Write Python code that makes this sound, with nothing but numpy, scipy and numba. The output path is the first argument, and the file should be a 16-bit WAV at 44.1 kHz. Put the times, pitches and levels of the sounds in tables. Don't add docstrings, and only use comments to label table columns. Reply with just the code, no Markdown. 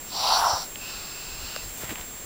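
import sys
import numpy as np
from scipy import signal
from scipy.fft import rfft, irfft
from scipy.io import wavfile
from scipy.ndimage import uniform_filter1d, map_coordinates
from numba import njit

SR = 44100
rng = np.random.default_rng(int(sys.argv[2]) if len(sys.argv) > 2 else 0)


def bounce(signal):
    frames = np.transpose(np.atleast_2d(signal))
    limited = np.clip(frames, -1, 1)
    pcm = np.round(limited * 32767).astype(np.int16)
    wavfile.write(sys.argv[1], SR, pcm)


N = 99225

# pitch_hz, relative_db
CAMERA_COLOUR = [(20,15),(60,3),(130,4.5),(250,4),(500,2),(1000,-1.5),(2000,-3),(3200,-4.5),(6000,-7.5),(7500,-4.5),(8500,-7.5),(12000,-8.5),(15500,-5.5)]
WIND_COLOUR = [(10,-19),(30,-4.5),(70,-7),(120,-17.5),(300,-59),(900,-70)]
THROAT_COLOUR = [(300,-31),(460,-20),(560,-12),(640,-6),(740,0),(850,2),(1040,0),(1150,-5),(1320,-5),(1500,-19),(1900,-56)]
THROAT_EDGE_COLOUR = [(900,-18),(1200,-21),(1400,-4),(1580,-10.5),(1750,-20.5),(2000,-21),(2600,-46)]
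JAW_LOW_COLOUR = [(2800,-36),(3500,-11.5),(3800,-2),(4200,-2),(4480,2),(4900,-2.5),(5400,-11),(6200,-45)]
JAW_HIGH_COLOUR = [(4400,-35),(5000,3),(5500,9.5),(5900,7.5),(6150,-4.5),(6450,-16),(7500,-8),(9000,-19)]
AIR_MIDDLE_COLOUR = [(1500,-22),(2150,-13.5),(2600,-6),(3200,-3),(3600,-4.5),(4300,-12.5)]
AIR_TREBLE_COLOUR = [(6500,-29),(8200,-16),(8900,-17),(9900,2),(10700,-4),(11500,-3),(12200,-13),(14000,-7),(15500,-5)]
RUSH_COLOUR = [(500,-18),(1400,-6),(2000,-15.5),(3300,-13),(3900,-6),(4400,-2.5),(4900,-5),(5300,-4),(5900,-15),(6500,-12.5),(9000,-38)]
GRASS_BODY_COLOUR = [(100,5),(250,-7),(700,-4),(1400,-3.5),(2200,-4),(3400,-7.5),(4600,-19),(7000,-29)]
GRASS_EDGE_COLOUR = [(2500,1),(4500,-3.5),(7800,3),(9000,-3),(11000,-8),(13200,2.5),(15500,1.5)]

WHINE_PITCHES = [7516, 15032, 6594, 13188]
WHINE_LEVELS = [-42.5, -47.5, -54, -73]
# time_s, relative_db
GUSTS = [(0.0, -60), (0.13, -52), (0.56, -41), (0.58, -79), (0.9, -61), (0.95, -36), (1.04, -55),
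         (1.16, -44), (1.17, -52), (1.34, -39), (1.37, -47), (1.4, -33.5), (1.54, -55), (1.67, -32),
         (1.79, -50), (1.84, -37), (2.2, -53), (2.25, -44)]
# time_s, ring_relative_db, steering_pitch_hz, edge_relative_db
THROAT_BREATH = [(0.09,-63,903,-68),(0.135,-40.5,925,-56),(0.2,-34,860,-48),(0.25,-28,835,-49),(0.32,-23.5,942,-37),(0.39,-24.5,934,-33),(0.45,-21.5,964,-30.5),(0.5,-24.5,923,-36.5),(0.58,-31.5,834.6,-42),(0.635,-45.5,868,-47),(0.67,-60,916,-55)]
# time_s, low_ring_db, high_ring_db
JAW_BREATH = [(0.09, -52, -50), (0.12, -41, -47), (0.168, -33, -35.5), (0.29, -27, -32.5),
              (0.296, -29, -37), (0.304, -24, -29), (0.312, -28, -32.5), (0.344, -23, -29),
              (0.388, -30.5, -28), (0.404, -36, -34), (0.436, -37, -38), (0.462, -39, -29.5),
              (0.508, -34, -29.5), (0.628, -41, -37), (0.67, -55, -54)]
# time_s, middle_relative_db, treble_relative_db
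THIN_AIR = [(0.09, -52, -68), (0.098, -68, -58), (0.118, -46, -55), (0.292, -32.5, -43.5),
            (0.356, -36.5, -42), (0.44, -37, -41), (0.554, -47.5, -58), (0.616, -50, -52), (0.67, -60, -55)]
# start_s, peak_db, pitch_hz, width_hz, decay_s
SOIL_KNOCKS = [(0.528,-33.5,74.5,49.03,0.012),(0.535,-37.5,230,199,0.011),(1.835,-26.5,302,690,0.003),(1.838,-33,119,89,0.0072),(1.913,-30,238,203,0.012),(1.9235,-28.5,338,493,0.0035)]
# start_s, peak_db, pitch_hz, width_hz, decay_s
STALK_SNAPS = [(0.6215,-31,12440,2500,.0012),(0.7575,-24,3000,1710,0.00089),(1.5625,-16.5,2810,4200,0.00048),(1.563,-25,750,900,0.0027),
               (1.894,-26,1400,3000,0.00088),(1.907,-27,2470,2200,0.0027),(1.924,-33,2800,3000,.001),
               (1.9567,-22,1850,1900,0.0013),(2.012,-27,2600,3500,0.00086),(2.061,-34,14000,3000,.001)]
# time_s, rush_relative_db, whistle_relative_db, whistle_pitch_hz
BREATH_IN = [(0.78,-53,-55,2660),(0.82,-46.5,-44.5,2650),(0.91,-40,-41.5,2690),(0.97,-42.5,-47.5,2640),(1.11,-45,-51.5,2630),(1.19,-44.5,-47.5,2640),(1.38,-45,-48,2660),(1.46,-41.5,-48,2700),(1.52,-42,-43.5,2800),(1.6,-44,-47,2690),(1.65,-46,-59,2630),(1.71,-58,-70,2640)]
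# loudest_at_s, half_length_s, body_db, bright_edge_db
GRASS_SWELLS = [(1.706,0.091,-54,-43.5),(1.795,0.029,-51,-40.5),(1.819,0.0094,-42,-42.5),(1.846,0.021,-42,-41),(1.905,0.031,-37.5,-39.5),(1.999,0.042,-42.5,-45)]


def gain(db):
    return 10 ** (np.asarray(db) / 20)


def normalise(sound):
    return sound / np.sqrt(np.mean(sound ** 2))


def clock():
    return np.arange(N) / SR


def curves(table):
    time_s, *columns = np.array(table, float).T
    return [np.interp(clock(), time_s, column) for column in columns]


def during(table, fade_s=0.034):
    start_s, end_s = table[0][0], table[-1][0]
    return np.interp(clock(), [start_s - fade_s, start_s, end_s, end_s + fade_s], [0, 1, 1, 0])


def noise():
    return rng.standard_normal(N)


def colour(sound, points):
    hz, db = np.array(points, float).T
    log_hz = np.log(np.maximum(np.arange(N // 2 + 1) * SR / N, 1))
    outside = np.maximum(log_hz - np.log(hz[-1]), 0) + np.maximum(np.log(hz[0]) - log_hz, 0)
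    shape = gain(np.interp(log_hz, np.log(hz), db)) * np.exp(-2 * outside)
    return normalise(irfft(rfft(sound) * shape, N))


def flutter(per_s, depth_db):
    return gain(depth_db * np.interp(clock() * per_s, np.arange(N), noise()))


@njit
def resonate(sound, pitch_hz, width_hz):
    out, band, low = np.empty(len(sound)), 0., 0.
    for i in range(len(sound)):
        tuning, damping = np.tan(np.pi * pitch_hz[i] / SR), width_hz / pitch_hz[i]
        swing = (band + tuning * (sound[i] + 1e-18 - low)) / (1 + tuning * (tuning + damping))
        band, low = 2 * swing - band, low + 2 * tuning * swing
        out[i] = damping * swing
    return out


def ring(sound, pitch_hz, width_hz):
    once = resonate(sound, pitch_hz, float(width_hz))
    return resonate(once, pitch_hz, float(width_hz))


def camera_hiss(level_db=-41.5):
    return gain(level_db) * colour(noise(), CAMERA_COLOUR)


def camera_whine(pictures_per_s=29.97, head_start_s=.0001, gap_s=.0014):
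    picture_s = 1 / pictures_per_s
    age_s = (clock() + head_start_s) % picture_s
    running = uniform_filter1d(1. * (age_s < picture_s - gap_s), size=12)
    tones = sum(np.sqrt(2) * gain(db) * np.sin(2 * np.pi * hz * age_s)
                for hz, db in zip(WHINE_PITCHES, WHINE_LEVELS))
    return running * tones


def wind():
    gust_db, = curves(GUSTS)
    return gain(gust_db - 6.5) * colour(noise(), WIND_COLOUR)


def throat_roar(resting_hz=920.4, follow=.5):
    ring_db, steering_hz, edge_db = curves(THROAT_BREATH)
    speed = (steering_hz / resting_hz) ** follow
    roar = map_coordinates(colour(noise(), THROAT_COLOUR), [np.cumsum(speed)], mode="mirror")
    bright_edge = colour(noise(), THROAT_EDGE_COLOUR) * gain(edge_db - 1)
    return during(THROAT_BREATH) * (roar * gain(ring_db + .5) + bright_edge)


def jaw_hiss():
    low_db, high_db = curves(JAW_BREATH)
    middle_db, treble_db = curves(THIN_AIR)
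    low = colour(noise(), JAW_LOW_COLOUR) * gain(low_db)
    high = colour(noise(), JAW_HIGH_COLOUR) * gain(high_db)
    middle = colour(noise(), AIR_MIDDLE_COLOUR) * gain(middle_db - .5)
    treble = colour(noise(), AIR_TREBLE_COLOUR) * gain(treble_db + 2.5)
    return during(THROAT_BREATH) * (low + high + middle + treble) * flutter(per_s=120, depth_db=.5)


def knocks_and_snaps(table, tail_size=0.63):
    out = np.zeros(N)
    for start_s, peak_db, pitch_hz, width_hz, decay_s in table:
        age_s = clock() - start_s
        fade = (age_s >= 0) * np.exp(-np.abs(age_s) / decay_s)
        burst = tail_size * noise() * fade / (decay_s * SR) ** .25
        burst[int(start_s * SR)] += 1
        hit = ring(burst, np.full(N, float(pitch_hz)), width_hz)
        out += gain(peak_db) * hit / np.abs(hit).max()
    return out


def breath_in():
    rush_db, whistle_db, whistle_hz = curves(BREATH_IN)
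    whistle = normalise(ring(noise(), whistle_hz, width_hz=400)) * gain(whistle_db + .5)
    rush = colour(noise(), RUSH_COLOUR) * gain(rush_db + 1.5)
    return during(BREATH_IN) * (rush + whistle)


def crackle(clicks_per_s=6000, scatter_db=3.5):
    clicks = rng.random(N) < clicks_per_s / SR
    return clicks * noise() * gain(scatter_db * noise())


def grass_rustle():
    body, edge = 0, 0
    for loudest_at_s, half_length_s, body_db, edge_db in GRASS_SWELLS:
        swell = np.exp(-((clock() - loudest_at_s) / half_length_s) ** 2)
        body += swell * gain(body_db)
        edge += swell * gain(edge_db)
    return body * colour(crackle(), GRASS_BODY_COLOUR) + edge * colour(crackle(), GRASS_EDGE_COLOUR)


def scene():
    mono = camera_hiss() + camera_whine() + wind()
    mono += throat_roar() + jaw_hiss()
    mono += knocks_and_snaps(SOIL_KNOCKS) + knocks_and_snaps(STALK_SNAPS)
    mono += breath_in() + grass_rustle()
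    return np.array([mono, mono])


def record(dry):
    top_hz = 15750
    return signal.sosfilt(signal.ellip(12, .1, 90, top_hz, fs=SR, output="sos"), dry)


dry = scene()
out = record(dry)
bounce(out)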